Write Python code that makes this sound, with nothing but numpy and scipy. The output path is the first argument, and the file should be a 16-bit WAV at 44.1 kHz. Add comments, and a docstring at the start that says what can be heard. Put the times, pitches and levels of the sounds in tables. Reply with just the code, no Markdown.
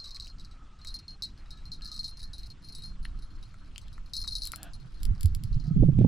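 """By a still pond a rod is held close to two microphone ports. A pellet rattles in the little bite-alarm bell on
the rod: every blow restarts decaying shell modes under dry contact ticks. The reel's drag pawl snaps over a dozen
teeth and fittings knock on the blank, both as clicks through resonances. A breeze that grows to a gust buffets
the ports, as shaped noise and short pressure eddies, over a far hiss and one rub of the grip.
The stereo image opens slowly from near mono."""
import sys
import numpy as np
from scipy import signal
from scipy.io import wavfile
from scipy.ndimage import uniform_filter1d

SR = 44100
rng = np.random.default_rng(int(sys.argv[2]) if len(sys.argv) > 2 else 0)


def generate_wav(signal):
    """Clip the signal to [-1, 1] and save it as 16-bit WAV at the path in sys.argv[1]."""
    frames = np.transpose(np.atleast_2d(signal))
    scaled = np.clip(frames, -1, 1) * 32767
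    pcm = np.round(scaled).astype(np.int16)
    wavfile.write(sys.argv[1], SR, pcm)


N = 268083


def amp(db):
    """Amplitude factor of a level in dB."""
    return 10 ** (np.asarray(db) / 20)


def evened(x):
    """Scales x to rms 1."""
    return x / np.sqrt(np.mean(x ** 2) + 1e-20)


def columns(rows):
    """Every column after the time, interpolated to one value a sample."""
    s, *values = np.transpose(rows)
    return [np.interp(np.arange(N) / SR, s, v) for v in values]


def sides(pan_db):
    """Left and right gain for a level gap; positive leans left."""
    return amp([pan_db / 2, -pan_db / 2])


def ring(x, modes):
    """Passes x through resonances of (f/Hz, width/Hz, level/dB), each applied twice for steep flanks."""
    out = 0
    for hz, width_hz, db in modes:
        pole = np.exp((2j * np.pi * hz - np.pi * width_hz) / SR)
        resonance = signal.lfilter([1], np.poly([pole, pole]), x).real
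        out = out + amp(db) * (1 - abs(pole)) ** 2 * resonance
    return out


def struck(modes):
    """Reply of the resonances to one click, peak 1."""
    reply = ring(signal.unit_impulse(4096), modes)
    return reply / abs(reply).max()


def train(s, db):
    """Single-sample clicks of the given levels at the given moments."""
    out = np.zeros(N)
    at = np.minimum(np.round(np.asarray(s) * SR).astype(int), N - 1)
    np.add.at(out, at, amp(db))
    return out


def noise(spectrum, same, patchy_db, size):
    """Two-channel noise of rms 1 with drifting patches; same is the left-right likeness."""
    hz, frames = np.fft.rfftfreq(size, 1 / SR), 4 * N // size + 6
    a, b, c, d, patch = rng.standard_normal((frames, len(hz), 5)).T
    patch = uniform_filter1d(uniform_filter1d(patch, 9, axis=0), 7, axis=1)
    patch = evened(patch)
    f_hz, db = np.transpose(spectrum)
    spectrum_db = np.interp(np.log(hz + 1), np.log(f_hz), db)
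    same = np.clip(same, 0, 1)
    left, other = a + 1j * b, c + 1j * d
    z = np.array([left, same * left + np.sqrt(1 - same ** 2) * other])
    z *= amp(spectrum_db[:, None] + patchy_db * patch)
    return evened(signal.istft(z, nperseg=size, noverlap=3 * size // 4)[1][:, :N])


def bell():
    """Each blow stops the old ring and starts a new one; between blows the pellet chatters ever more softly."""
    # shell modes of the main, lower and high family: f/Hz, level in family/dB, t60 before the settling/s
    shell = [
        [(4207, 1.5, 0.27), (4320, -15.5, 0.083), (4140, -8, 0.12)],
        [(3950, 4, 0.12), (3820, 5, .16), (7974, -19.5, 0.13)],
        [(9907, -2.5, 0.16), (9755, -8.5, 0.17), (14150, -11, 0.07)],
    ]
    # dry contact resonances: f/Hz, width of each pass/Hz, relative level/dB
    tick = [(4420, 1740, 31), (5500, 1000, -9.5), (8430, 5600, 3), (12600, 1200, -44)]
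    # light-bounce resonances: f/Hz, width of each pass/Hz, relative level/dB
    jingle = [(4210, 39, 17.5), (3690, 430, 13.5), (4690, 1650, -0.5), (5500, 2090, -13.5), (9900, 40, -6)]
    # ring against blow strength as the bell turns and is gripped: t/s, two low families/dB, high family/dB
    ring_balance = [(0, -5, -44), (0.55, -11, -44), (0.87, -6.5, -29.5), (1.7, -8.5, -26), (2.3, -7, -20),
                    (2.9, -8, -19.5), (3.8, -11.5, -21.5), (4.2, -7, -22.5), (4.9, -14, -24),
                    (5.3, -18, -28), (5.7, -16, -34)]
    s, tick_db, lean_db, *chance = all_blows()
    main_share = 1 / (1 + amp(-2 * lean_db))  # of the power in the two low families
    balance_s, *balance_db = np.transpose(ring_balance)
    low_db, high_db = (tick_db + np.interp(s, balance_s, v) for v in balance_db)
    family_db = [low_db + 10 * np.log10(main_share), low_db + 10 * np.log10(1 - main_share), high_db]
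    draws = np.reshape(chance, (3, 3, 3, -1))  # family, kind of chance, mode, blow
    t = np.arange(N) / SR
    last = np.maximum(np.searchsorted(s, t) - 1, 0)
    since = np.maximum(t - s[last], 0)
    contact = np.hanning(90) / np.hanning(90).sum()  # 2 ms hand-over between rings

    out = np.zeros((2, N))
    for modes, level_db, (phase, spot, load) in zip(shell, family_db, draws):
        for (hz, db, t60_s), p, q, r in zip(modes, phase, spot, load):
            fade = amp(-60 * since / t60_s - 1000 * since ** 2)  # settling pellet damps more and more
            # each blow lands on another spot
            start = amp(db + level_db + 14.9 * (q - .5)) * np.exp(2j * np.pi * 0.49 * p)
            detune = np.exp(2j * np.pi * hz * 0.013 * (r - .5)[last] * since)  # pellet loads the shell
            swing = signal.oaconvolve(start[last] * fade * detune, contact, "same")
            tone = (swing * np.exp(2j * np.pi * hz * t)).real
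            out += sides(0.00062 * hz)[:, None] * tone

    bounce = (rng.random(N) < 1400 / SR) * rng.choice([-1, 1], N)  # 1400 a second on average
    rolling = amp(tick_db[last] - 21 - 380 * since) + amp(-84.5)  # never quite still
    chatter = bounce * rolling * amp(5.1 * np.minimum(rng.exponential(1, N), 4))
    skid = 0
    for late_s, db in ((0, -0.5), (.0008, -8), (.002, -18.5)):
        skid = skid + train(s + late_s * rng.random(len(s)), tick_db + db)
    scrape = amp(-10) * rolling * rng.standard_normal(N)  # fine spray of metal sliding on metal
    ticks = signal.oaconvolve(skid + scrape, struck(tick))[:N]
    ticks = ticks + signal.oaconvolve(chatter, struck(jingle))[:N]
    small = signal.cheby2(8, 40, 3450, "high", fs=SR, output="sos")  # too small to radiate lows
    return signal.sosfilt(small, out + sides(4.2)[:, None] * ticks)


def all_blows():
    """Clear blows, light random ones and rests in time order: moment, strength, lean and draws of chance."""
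    # clear pellet blows: t/s, strength/dB, lean of the ring to the main family over the lower one/dB
    blows = [(0.0009, -35, 13), (0.042, -32, -17), (0.0573, -34.5, -12), (0.108, -31.5, 6),
             (0.1464, -30, 6), (0.1623, -31, 9), (0.199, -30, -21), (0.2223, -34.5, 13), (0.26, -40, -4),
             (0.3, -44.5, 26), (0.3843, -47, 9), (0.4126, -45.5, -4), (0.5125, -46, -13),
             (0.815, -48.5, 16), (0.8508, -38.5, 1), (0.8719, -27.5, 1), (0.8898, -35.5, -2),
             (0.905, -39, 10), (0.9418, -25, 30), (0.9894, -33.5, 16), (1.081, -37.5, 26),
             (1.107, -42.5, 14), (1.2225, -22, 0), (1.2356, -26.5, -1), (1.255, -34.5, -8),
             (1.377, -47.5, 25), (1.5064, -35.5, -3), (1.573, -46, -18), (1.655, -41, 6), (1.718, -31, 5),
             (1.7365, -36, 2), (1.8203, -38, -1), (1.8564, -31, 16), (1.8753, -34, 9), (1.9165, -29.5, 1),
             (1.942, -31.5, 1), (1.978, -33.5, -14), (1.9926, -27.5, 7), (2.043, -27.5, 8),
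             (2.068, -35.5, -2), (2.112, -43.5, 18), (2.1715, -37.5, 8), (2.24, -35, 20), (2.333, -34, -2),
             (2.3822, -35, 4), (2.4323, -42.5, -3), (2.502, -37, 12), (2.646, -42, 18), (2.6867, -37, 18),
             (2.7236, -38, 14), (2.75, -31, -8), (2.784, -39.5, -3), (2.8214, -38, -8), (2.8366, -36, 20),
             (2.859, -37.5, 26), (2.8888, -46.5, 22), (3.029, -47, 18), (3.0494, -38.5, 3),
             (3.19, -44.5, 14), (3.223, -45.5, -2), (3.428, -42, -15), (3.815, -42.5, -3),
             (3.9288, -45, -14), (4.135, -23.5, -1.5), (4.1539, -27, -7), (4.1667, -18.5, 12),
             (4.1915, -33, 5), (4.2159, -25.5, 24), (4.2387, -30.5, 10), (4.2768, -21.5, -8),
             (4.309, -32, 19), (4.322, -28, 10), (4.353, -21, -3), (4.368, -28, -19), (4.3836, -30, 28),
             (4.42, -24, 7), (4.4347, -23.5, 18), (4.462, -26.5, 3), (4.476, -35, -12), (4.531, -35.5, 17),
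             (4.7346, -36, 6), (4.8, -48, 8), (5.003, -46, -14), (5.1605, -52, -20), (5.308, -53.5, -17),
             (5.452, -46, 7), (5.5286, -41, -3), (5.6402, -45, -2), (5.6573, -47.5, 2)]
    # spells of shaking, filled with light blows: start/s, end/s, mean strength/dB
    shakes = [(0.06, 0.28, -39.5), (0.35, 0.46, -45), (0.76, 0.841, -50.5), (0.95, 1.02, -52.5),
              (1.42, 1.66, -59.5), (1.83, 2.1, -37.5), (2.18, 2.26, -39.5), (2.39, 2.52, -46.5),
              (2.61, 2.76, -51.5), (3.06, 3.95, -60), (4.05, 4.12, -54), (4.17, 4.498, -35),
              (4.74, 5.02, -53.5), (5.15, 5.33, -53), (5.44, 5.48, -46), (5.51, 5.56, -49),
              (5.58, 5.68, -48)]
    # the pellet lies down and stills the shell: t/s
    rest_times = [0.321, 0.972, 1.1545, 1.6895, 2.527]
    rest_db = -86  # what a resting pellet leaves
    light_per_s, flight_s = 60, .008  # no light blow within a flight of a clear one
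    clear, count = np.array(blows), 400
    when, size, lean, keep = rng.random((count, 4)).T
    when = when * N / SR
    shake_db = np.full(count, -np.inf)
    for start, end, db in shakes:
        shake_db[(when > start) & (when < end)] = db
    flown = abs(when[:, None] - clear[:, 0]).min(axis=1) > flight_s
    kept = np.isfinite(shake_db) & flown & (keep < light_per_s * N / SR / count)
    # strength spreads +-6 dB, lean +-26 dB
    light = np.transpose([when, shake_db + 3.0 * (4 * size - 2), 13 * (4 * lean - 2)])
    rests = [(s, rest_db, 0) for s in rest_times]
    rows = np.vstack([light, clear, rests])
    rows = np.hstack([rows, rng.random((len(rows), 27))])
    rows = rows[np.r_[kept, np.ones(len(rows) - count, bool)]]
    return rows[np.argsort(rows[:, 0])].T


def drag():
    """The pawl slides off a tooth and lands: a thin bright snap, left port first, and a duller middle body."""
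    # pawl snaps: start of the slide t/s, treble level/dB, body against the treble/dB
    snaps = [(4.4528, -22, -11), (4.472, -21, -10), (4.5183, -21, -8.5), (4.559, -23.5, -8),
             (4.6302, -23.5, -10), (5.0313, -25.5, -4.5), (5.0522, -27, -1), (5.2087, -26, -6.5),
             (5.231, -24, -7), (5.2572, -24.5, -6), (5.3484, -26, -3.5), (5.4364, -29.5, -3)]
    # treble resonances: f/Hz, width of each pass/Hz, relative level/dB
    pawl_treble = [(10230, 3300, 25), (12000, 2900, 16), (7870, 1800, 22), (15300, 530, -7)]
    # body resonances: f/Hz, width of each pass/Hz, relative level/dB
    pawl_body = [(4770, 1680, 12.5), (3620, 1100, 3), (2310, 240, 2.5)]
    s, db, body_db = np.transpose(snaps)
    slide_s = .0005
    # softer scrape, landing, rebound
    clicks = train(s + slide_s, db - 27) + train(s + 2 * slide_s, db) + train(s + 3.4 * slide_s, db - 38)
    treble = signal.oaconvolve(clicks, struck(pawl_treble))[:N]
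    body = signal.oaconvolve(train(s + 2 * slide_s, db + body_db), struck(pawl_body))[:N]
    snap = np.array([treble, np.roll(treble, shift=1)])  # right port one sample later
    return sides(9.8)[:, None] * snap + sides(1.6)[:, None] * body


def knocks():
    """Short dead rings of the hollow blank, a second mode above and a crack on top."""
    # knocks on the rod: t/s, peak level before panning/dB, pitch f/Hz, bright crack/dB (9 dB taken off below)
    knock_rows = [(0.168, -44, 2300, -20), (0.2711, -39.5, 2970, 0), (0.8484, -35.5, 2180, 3),
                  (1.81, -46, 2850, -20), (3.0529, -31, 1910, -34), (3.5425, -47.5, 1390, -14),
                  (3.7602, -32.5, 2920, -22), (3.7806, -26.5, 3340, 2), (3.8826, -44, 3400, -7),
                  (3.9801, -43, 1265, -19), (4.244, -44.5, 1310, -26), (4.273, -39.5, 1140, -2.5),
                  (4.5353, -29, 1370, -26), (5.989, -39.5, 2360, -7)]
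    out = np.zeros(N + SR)
    for s, db, hz, crack_db in knock_rows:
        at = round(s * SR)
        modes = [(hz, 0.29 * hz, 0), (1.463 * hz, 0.43 * hz, -6), (7000, 4000, crack_db - 9)]
        out[at:at + 4096] += amp(db) * struck(modes)
    return sides(4.2)[:, None] * out[:N]


def wind():
    """Slow rumble, lumpy flutter and buffets of turbulent pressure; the gust falls harder on the right port."""
    # wind on the ports, before panning: t/s, rumble level/dB, flutter level/dB
    wind_levels = [(0, -43.5, -55), (1.1, -45, -55.5), (2.3, -40, -55), (2.7, -47, -54.5),
                   (3.1, -34.5, -52), (3.55, -46.5, -55), (4.2, -38.5, -54.5), (4.75, -45, -52.5),
                   (4.95, -41, -54.5), (5.1, -22.5, -43), (5.19, -33, -46), (5.33, -29, -47),
                   (5.6, -24.5, -43.5), (5.72, -24.5, -37.5), (5.79, -16.5, -22.5), (5.88, -29, -23),
                   (6.0, -19, -20.5), (6.08, -30, -22.5)]
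    # single buffets: t/s, level/dB (5 dB taken off below), pitch f/Hz, sharp edge/dB
    buffets = [(5.102, -16.5, 88, -40), (5.241, -7, 83.6, -62), (5.304, -24, 89, -60),
               (5.36, -25.5, 99.5, -60), (5.439, -20.5, 105, -71), (5.505, -24, 104.4, -60),
               (5.56, -17, 122.6, -63), (5.641, -26.5, 137, -65), (5.675, -16.5, 147, -66),
               (5.707, -12.5, 155.3, -65), (5.76, -10.5, 168.6, -56), (5.824, -7.5, 140, -10),
               (5.884, -8.5, 147.7, -24), (5.92, -20, 136, -32), (5.986, -9.5, 227, -39.5),
               (6.008, -7.5, 161, -19.5), (6.044, -7, 230, -26.5)]
    # rumble spectrum: f/Hz, relative level/dB per Hz
    rumble = [(12, 7.5), (22, 13), (45, 3.5), (80, -4.5), (140, -49), (400, -100)]
    # calm flutter spectrum: f/Hz, relative level/dB per Hz
    flutter = [(50, -6.5), (90, 3), (180, -4), (320, -14), (480, -27.5), (1500, -100)]
    # gust flutter spectrum: f/Hz, relative level/dB per Hz
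    gust_flutter = [(60, -23.5), (100, 1.5), (160, 3.5), (250, -13.5), (420, -36), (1200, -100)]
    port_lag_s = .00027  # a buffet reaches the right port later
    rumble_db, flutter_db = columns(wind_levels)
    gust = np.clip((flutter_db + 55.5) / 12, 0, 1)  # 0 calm, 1 full gust
    out = 0
    # in the gust the ports' rumble is less alike, their flutter more
    for soft, hard, db, pan_db, same in ((rumble, rumble, rumble_db, -4, .75),
                                         (flutter, gust_flutter, flutter_db, -8, .93)):
        calm = noise(soft, 0.86, 2.3, size=2048)
        gusty = noise(hard, same, 3.63, size=2048)
        mix = np.sqrt(1 - gust) * calm + np.sqrt(gust) * gusty
        out = out + sides(pan_db * (.3 + 0.63 * gust)) * amp(db) * mix

    puffs = np.zeros((2, N + SR))
    for s, db, hz, edge_db in buffets:
        # smaller eddies ride on the crest and give the edge: pitch ratio, delay/cycles, level/dB, pan/dB
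        for ratio, late, size_db, pan_db in ((1, 0, 0, -7), (2.1, 0, 0.38 * edge_db, -10),
                                             (3.6, 1.24, edge_db, -10), (5.6, 2.3, edge_db - 21, -3.5)):
            part = amp(db - 5.0 + size_db) * sides(pan_db)[:, None] * eddy(ratio * hz, 1.146)
            puffs[:, round((s + late / hz) * SR):][:, :part.shape[1]] += part
    lagged = np.roll(puffs[1], round(port_lag_s * SR))
    return out + np.array([puffs[0], lagged])[:, :N]


def eddy(hz, turns_to_peak):
    """A few swelling and dying cycles of pressure."""
    turns = np.arange(0, 7 * turns_to_peak, hz / SR)
    envelope = (turns / turns_to_peak * np.exp(1 - turns / turns_to_peak)) ** 2
    return envelope * np.sin(2 * np.pi * turns)


def air():
    """Far hiss of the open pond with its faint swells, and the hand's brief rub, all as shaped noise."""
    # far outdoor hiss spectrum: f/Hz, relative level/dB per Hz
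    hiss = [(250, -51.5), (500, -9.5), (900, -9), (1290, -4.5), (1900, -11.5), (3200, -12.5), (4500, -17.5),
            (7500, -22.5), (9000, -27.5), (12500, -64)]
    # grip resonances: f/Hz, width of each pass/Hz, relative level/dB
    grip = [(305, 45, 11), (714, 180, 5.5), (1550, 390, 4.5), (2850, 1800, -5.5)]
    # faint bands, mostly sinking: start/s, length/s, first f/Hz, last f/Hz, width setting/Hz, level before arch/dB
    swells = [(0.0, 0.25, 1156, 1126, 90, -67), (0.198, 0.91, 1348, 1190, 112, -67),
              (1.299, 0.45, 1306, 1305, 150, -70.5), (1.35, 0.11, 1500, 1503, 2500, -66),
              (1.495, 0.12, 1720, 1690, 70, -70), (1.741, 0.3, 1346, 1220, 130, -64.5),
              (1.798, 0.098, 1660, 1720, 80, -65.5), (2.168, 0.2, 1724, 1800, 150, -72),
              (2.902, 0.74, 1352, 1249, 405, -69.5), (4.901, 0.42, 1500, 1396, 1200, -68.5),
              (5.62, 0.15, 1294, 1265, 70, -66), (5.582, 0.22, 696, 717, 50, -70.5),
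              (5.8, 0.08, 3200, 3000, 3000, -68), (5.96, 0.11, 3000, 2600, 3000, -62)]
    rub_s, rub_rise_s, rub_fall_s, rub_db = 4.656, 0.13, 0.078, -51.5  # a hand slides on the grip
    late_s = np.arange(N) / SR - rub_s
    stroke = np.clip(1 + np.minimum(late_s / rub_rise_s, -late_s / rub_fall_s), 0, 1)
    out = amp(rub_db) * stroke * evened(ring(rng.standard_normal(N), grip))
    for row in swells:
        part = swell(*row)
        out[round(row[0] * SR):][:len(part)] += part
    return amp(-65) * noise(hiss, 0.37, 2.5, size=512) + out


def swell(start, length, first_hz, last_hz, width_hz, db):
    """Noise through a gliding resonance under one smooth arch."""
    u = np.arange(0, 1, 1 / (length * SR))
    turn = np.cumsum(first_hz + (last_hz - first_hz) * u) / SR
    slow = ring(rng.standard_normal((2, len(u))), [(0, width_hz, 0)])
    band = slow[0] * np.cos(2 * np.pi * turn) + slow[1] * np.sin(2 * np.pi * turn)
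    return amp(db) * np.sin(np.pi * u) * evened(band)


def body_echo(x):
    """Sparse reflections from the angler's hands and chest, gone in a few hundredths of a second."""
    fade = amp(-60 * np.arange(3000) / SR / 0.063)  # t60 63 ms
    taps = rng.standard_normal((2, 3000)) * (rng.random((2, 3000)) < .1) * fade
    return signal.oaconvolve(x, taps / np.linalg.norm(taps[0]), axes=1)[:, :N]


def scene():
    """Bell, drag and knocks with their body echoes, over wind and air."""
    hard = drag() + knocks()
    small = bell()
    near = small + amp(-17.5) * body_echo(small) + hard + amp(-9) * body_echo(hard)
    return near + wind() + air()


def record(dry):
    """The stereo image opens; the amplifier rounds off the hardest buffets; then the band limit."""
    open_from_s, open_by_s = 0.62, 4.83
    shut, shut_treble, treble_hz = 0.024, 0.51, 6140  # side gains at the start: treble part open
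    mid, side = (dry[0] + dry[1]) / 2, (dry[0] - dry[1]) / 2
    low = signal.oaconvolve(side, signal.firwin(101, treble_hz, fs=SR), "same")
    opened = np.clip((np.arange(N) / SR - open_from_s) / (open_by_s - open_from_s), 0, 1)
    treble = (side - low) * (shut_treble + (1 - shut_treble) * opened)
    side = low * (shut + (1 - shut) * opened) + treble
    ceiling = 0.59
    rounded = ceiling * np.tanh(np.array([mid + side, mid - side]) / ceiling)
    rounded = np.pad(rounded, ((0, 0), (512, 512)), "edge")
    band_limit = signal.firwin(1023, 16700, window=("kaiser", 12), fs=SR)
    return signal.oaconvolve(rounded, band_limit[None], "same")[:, 512:-512]


dry = scene()
out = record(dry)
generate_wav(out)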